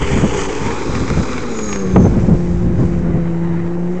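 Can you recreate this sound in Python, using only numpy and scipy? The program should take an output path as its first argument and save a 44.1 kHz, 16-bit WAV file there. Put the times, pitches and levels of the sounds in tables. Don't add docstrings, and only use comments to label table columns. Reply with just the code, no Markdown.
import sys
import numpy as np
from scipy import signal
from scipy.fft import rfft, irfft
from scipy.io import wavfile
from scipy.ndimage import uniform_filter1d

SR = 44100
rng = np.random.default_rng(int(sys.argv[2]) if len(sys.argv) > 2 else 0)


def generate_wav(sig):
    pcm = np.round(np.clip(np.atleast_2d(sig).T, -1, 1) * 32767).astype(np.int16)
    wavfile.write(sys.argv[1], SR, pcm)


N = 176400
T = np.arange(N) / SR
HZ = np.fft.rfftfreq(N, 1 / SR)


def amp(db):
    return 10 ** (np.asarray(db) / 20)


def unit(x):
    return x / np.sqrt(np.mean(x ** 2) + 1e-20)


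def curve(rows, column=1):
    rows = np.array(rows)
    return np.interp(T, rows[:, 0], rows[:, column])


def colour(x, rows, column=1):
    rows = np.array(rows)
    gain_db = np.interp(np.log(HZ + 1), np.log(rows[:, 0]), rows[:, column])
    return unit(irfft(rfft(x) * amp(gain_db), N))


def blend(x, rows, position):
    return sum(np.sqrt(np.maximum(1 - abs(position - k), 0)) * colour(x, rows, column=k + 1)
               for k in range(len(rows[0]) - 1))


def drift(hz):
    return unit(irfft(rfft(rng.standard_normal(N)) * np.exp(-(HZ / hz) ** 2), N))


def patchy(x, depth_db, width_hz, length_s):
    f, t, spectra = signal.stft(x, SR, nperseg=512, noverlap=384)
    across = np.fft.fftfreq(len(f), f[1])[:, None] * width_hz * 2
    along = np.fft.fftfreq(len(t), t[1]) * length_s * 2
    blur = np.exp(-across ** 2 - along ** 2)
    field = unit(np.fft.ifft2(np.fft.fft2(rng.standard_normal(spectra.shape)) * blur).real)
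    return unit(signal.istft(spectra * amp(depth_db * field), SR, nperseg=512, noverlap=384)[1][:N])


# time in seconds, level in dB.
BREEZE_DB = [(0, -30), (.2, -20), (.33, -24.5), (.55, -32.5), (.66, -23), (.8, -30.5), (.97, -22),
             (1.42, -29), (1.8, -30.5), (1.94, -12.5), (2.4, -18.5), (2.9, -17.5), (3.24, -22.5),
             (3.33, -32), (3.62, -25), (3.74, -37), (4, -42)]
# peak time in seconds, fall in seconds, level in dB, brightness from 0 to 2.
GUSTS = [(0.028, 0.014, -13, .3), (.145, .043, -12, 0.76), (.236, 0.018, -6, 1.15), (.618, 0.011, -19, .8),
         (.899, .006, -11, 0.81), (1.02, 0.017, -15.5, 0.6), (1.116, 0.021, -14.5, 0.66),
         (1.183, 0.029, -11, 0.84), (1.963, .008, .5, 1.7), (1.976, .012, -2.5, 1), (2.0, 0.021, -5, .9),
         (2.053, .018, -3.5, .7), (2.175, .011, -7.5, 1), (2.289, .007, -7, 1), (2.321, .023, -5, 0.67),
         (2.665, .018, -13.5, .2), (2.803, .02, -9.5, 0.63), (2.83, .007, -11, 1.4),
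         (3.158, .022, -12.5, .6)]
# frequency in Hz, density in dB when dull, strong and sharp.
WIND_SPECTRA = [(15, -9, -17, -16), (34.3, -1, -3.5, -7), (75, 3.5, 1.5, -1), (121, 2, 1.5, 0),
                (215, -6, 3.5, 2), (326, -14.5, -6.5, -1), (494, -28, -12, -5), (890, -39.5, -23, -15),
                (1670, -46, -38.5, -28), (3000, -64, -51, -50), (8000, -75.5, -74, -75)]


def wind():
    power = amp(curve(BREEZE_DB) + 2.5 * drift(28)) ** 2
    weighted_brightness = 0.2 * power
    for peak, fall, db, brightness in GUSTS:
        rise = 1.06 * fall / (1 + brightness)
        gust = amp(db) ** 2 * np.exp(-((T - peak) / np.where(T < peak, rise, fall)) ** 2)
        power += gust
        weighted_brightness += brightness * gust
    eddies = blend(rng.standard_normal(N), WIND_SPECTRA, np.clip(weighted_brightness / power, 0, 2))
    return eddies * np.sqrt(power / uniform_filter1d(eddies ** 2, size=1000))


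def splashes(drops_per_s=1500, spread_db=4.5, drop_share=0.37):
    size = amp(spread_db * np.minimum(rng.exponential(1, N), 4.5))
    drops = size * (rng.random(N) < drops_per_s / SR) * rng.choice([-1, 1], N)
    return np.sqrt(drop_share) * unit(drops) + np.sqrt(1 - drop_share) * rng.standard_normal(N)


# frequency in Hz, density in dB from bow, broadside and stern.
RUSH_SPECTRA = [(300, -23, -14.5, -13), (656, -4.5, -10, 0.5), (910, 0, -5, 0), (1180, -1.5, 3, 0.5),
                (1550, -3.5, -2.5, -1.5), (1900, -1.5, -5, -1.5), (2384, -2, -1, -8),
                (2780, -7.5, -13.5, -13), (2970, -3, -17.5, -13), (3440, -8.5, -15, -22),
                (3780, -22.5, -16.5, -18.5), (5000, -30, -33, -29.5), (9000, -50.5, -46.5, -50)]
SPRAY_SPECTRA = [(1500, -13.5, -15, -21), (3030, -10.5, -6, 0), (4040, -9, 3.5, -4), (4450, -2.5, -4.5, -3),
                 (5060, -1.5, 4, -0.5), (5300, -6, -0.5, -2), (5870, 1, 2, 1), (6760, 4, 1.5, 0.5),
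                 (7270, 1.5, -0.5, 1.5), (8060, -1.5, -8, -6.5), (8450, -13.5, -15, -20.5),
                 (8860, -28.5, -34.5, -38)]
# time in seconds, level in dB.
RUSH_DB = [(0, -26.5), (.11, -25.5), (.3, -29), (.42, -25.5), (.48, -33.5), (.65, -29.5), (.85, -31),
           (1.05, -31), (1.38, -30.5), (1.47, -33), (1.68, -36), (1.74, -31.5), (1.84, -39.5), (2.2, -39),
           (2.6, -41.5), (3.2, -38), (3.4, -38), (3.6, -37), (3.75, -41), (4, -39.5)]
SPRAY_DB = [(0, -38), (.11, -33.5), (.3, -36.5), (.42, -31), (.49, -40), (.67, -37.5), (.85, -37.5),
            (1.3, -36), (1.48, -40.5), (1.74, -37.5), (1.85, -46.5), (2.1, -48), (2.5, -49.5), (2.74, -54),
            (2.8, -48), (3.1, -54.5), (3.8, -56), (4, -54)]


def water(aspect):
    surge = drift(55) * np.exp(-.5 * aspect)
    rush = blend(splashes(), RUSH_SPECTRA, aspect)
    rush = patchy(rush, depth_db=1.5, width_hz=260, length_s=.05)
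    spray = blend(splashes() + rng.standard_normal(N), SPRAY_SPECTRA, aspect)
    spray = patchy(spray, depth_db=0.95, width_hz=230, length_s=0.073)
    return rush * amp(curve(RUSH_DB) + 1.8 * surge) + spray * amp(curve(SPRAY_DB) + 0.98 * surge)


# start in seconds, level in dB.
HULL_SLAPS = [(0.417, -20), (.527, -18), (0.951, -15), (1.101, -13), (1.331, -18.5), (1.379, -17),
              (1.589, -18.5), (1.728, -13), (1.759, -19)]


def slaps(rise_s=0.00083, decay_s=0.0027):
    envelope = np.zeros(N)
    for start, db in HULL_SLAPS:
        age = np.maximum(T - start, 0)
        envelope += amp(db) * np.minimum(age / rise_s, 1) * np.exp(-age / decay_s)
    rush = colour(rng.standard_normal(N), RUSH_SPECTRA, column=2)
    spray = colour(rng.standard_normal(N), SPRAY_SPECTRA, column=2)
    return envelope * (rush + amp(-10.5) * spray)


# time in seconds, frequency in Hz, level in dB.
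WHISTLE_GLIDE = [(1.48, 6890, -52), (1.56, 6784, -38), (1.65, 6693, -37.5), (1.72, 6635, -31),
                 (1.8, 6510, -36.5), (1.85, 6492, -50), (1.98, 6370, -44), (2.065, 6260, -40),
                 (2.12, 6230, -75)]


def whistle(jitter=0.0128, flutter_db=4):
    hz = curve(WHISTLE_GLIDE) * (1 + jitter * drift(450))
    sounding = (T > WHISTLE_GLIDE[0][0]) & (T < WHISTLE_GLIDE[-1][0])
    level = amp(curve(WHISTLE_GLIDE, column=2) + flutter_db * drift(110))
    return sounding * level * np.sqrt(2) * np.sin(2 * np.pi * np.cumsum(hz) / SR)


# time in seconds, centre frequency in Hz, level in dB.
RASP_RESONANCE = [(0, 850, -42), (.3, 850.6, -35), (.55, 861, -36), (.68, 920, -28), (.8, 910, -37),
                  (1.2, 906, -39), (1.6, 880, -58.5), (3.25, 903, -58), (3.44, 905, -38), (3.7, 900, -51)]


def rasp(width_hz=28, skirt_hz=190):
    carrier = np.exp(2j * np.pi * np.cumsum(curve(RASP_RESONANCE)) / SR)
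    peak = drift(width_hz) + 1j * drift(width_hz)
    skirt = 1.4 * (drift(skirt_hz) + 1j * drift(skirt_hz))
    return unit(((peak + skirt) * carrier).real) * amp(curve(RASP_RESONANCE, column=2))


# frequency in Hz, density in dB from bow, broadside and stern.
ROAR_SPECTRA = [(30, 3, -7, -2), (130, -10.5, -15, -6), (231, -11, -0.5, -6), (300, -15.5, 0, -1.5),
                (394, 4.5, 2.5, -3.5), (501, -1.5, -2, -4), (604, -21, -17.5, -11), (740, -22, -20, -10.5),
                (810, -10, -14, -10), (1130, -17, -13.5, -24.5), (2000, -32, -34.5, -30.5),
                (4000, -55, -57, -57)]
# time in seconds, level in dB.
ROAR_DB = [(0, -22.5), (.35, -20.5), (.6, -27.5), (.9, -24.5), (1.15, -25.5), (1.4, -26), (1.8, -30.5),
           (2.3, -31), (2.8, -36), (3.4, -32), (4, -30.5)]


def roar(cycles, aspect, throb=0.33):
    puffs = rng.standard_normal(N) * (1 + throb * np.cos(2 * np.pi * cycles))
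    return blend(puffs, ROAR_SPECTRA, aspect) * amp(curve(ROAR_DB) + drift(28))


# time in seconds, rate in Hz.
FIRING_HZ = [(0, 293.3), (.45, 286.3), (.8, 276.9), (1.1, 262.5), (1.35, 253.5), (1.5, 233.1),
             (1.62, 216.4), (1.77, 197.1), (1.95, 181.3), (2.2, 175.9), (2.7, 173.1), (3.05, 170.6),
             (3.35, 167.7), (3.65, 170), (3.85, 174.9), (4, 180.5)]
# multiple of the firing rate, level in dB from bow, broadside and stern.
PARTIALS = [(1, 0, -.5, 0), (4 / 3, -3.5, -22, -32), (3 / 2, -7.5, -9, -29), (2, -19, -6.5, -7.2),
            (5 / 2, -23, -12, -24.5), (3, -15, -15, -18.5), (7 / 2, -19, -16.5, -28),
            (4, -14.5, -20.5, -23.5), (6, -25, -20, -35)]
# time in seconds, level in dB.
ENGINE_DB = [(0, -33), (.5, -29), (.7, -32.5), (.9, -35), (1.3, -30), (1.55, -26), (1.8, -22.5),
             (2.1, -19.5), (2.6, -19.5), (3.1, -20), (3.5, -19), (3.9, -19), (4, -22)]
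# time in seconds, gain in dB.
OVERTONE_DB = [(2.6, 0), (3.2, 5), (3.42, -0.5), (3.65, -6.5), (4, 1)]


def engine(cycles, aspect):
    pipe_hz, pipe_width_hz = 476.4, 31
    notch_hz, notch_width_hz = 670, 110
    note = np.zeros(N)
    for multiple, *side_db in PARTIALS:
        hz = multiple * curve(FIRING_HZ)
        pipe_db = 4 * np.exp(-((hz - pipe_hz) / pipe_width_hz) ** 2)
        notch_db = -10.5 * np.exp(-((hz - notch_hz) / notch_width_hz) ** 2)
        directivity_db = np.interp(aspect, [0, 1, 2], side_db)
        level_db = directivity_db + pipe_db + notch_db + (multiple > 2) * curve(OVERTONE_DB)
        flutter_db = np.sqrt(multiple) * drift(7.4)
        rough_db = .9 * np.log2(multiple + .5) * drift(61)
        scatter = .028 * (multiple - 1) * drift(30)
        phase = 2 * np.pi * (multiple * cycles + scatter + rng.random())
        note += amp(level_db + flutter_db + rough_db) * np.cos(phase)
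    return np.sqrt(2) * note * amp(curve(ENGINE_DB))


# time in seconds, aspect (0 bow, 1 broadside, 2 stern).
ASPECT = [(0, 0), (.45, 0.0046), (.75, 0.98), (1.35, 1), (1.78, 1.016), (2.3, 1.95), (3.2, 2)]


def scene():
    aspect = np.clip(curve(ASPECT), 0, 2)
    firing_hz = curve(FIRING_HZ) * (1 + 0.004113 * drift(18.9))
    cycles = np.cumsum(firing_hz) / SR
    exhaust = engine(cycles, aspect) + roar(cycles, aspect) + rasp()
    return (exhaust + water(aspect) + slaps() + whistle() + wind())[None]


def record(dry):
    offset, ceiling, hardness, cutoff_hz = -0.079, 0.75, 4.8, 8850
    biased = dry + offset
    clipped = biased / (1 + abs(biased / ceiling) ** hardness) ** (1 / hardness)
    lowpass = signal.firwin(401, cutoff_hz, window=("kaiser", 9), fs=SR)
    return signal.oaconvolve(clipped, lowpass[None], "same")


dry = scene()
out = record(dry)
generate_wav(out)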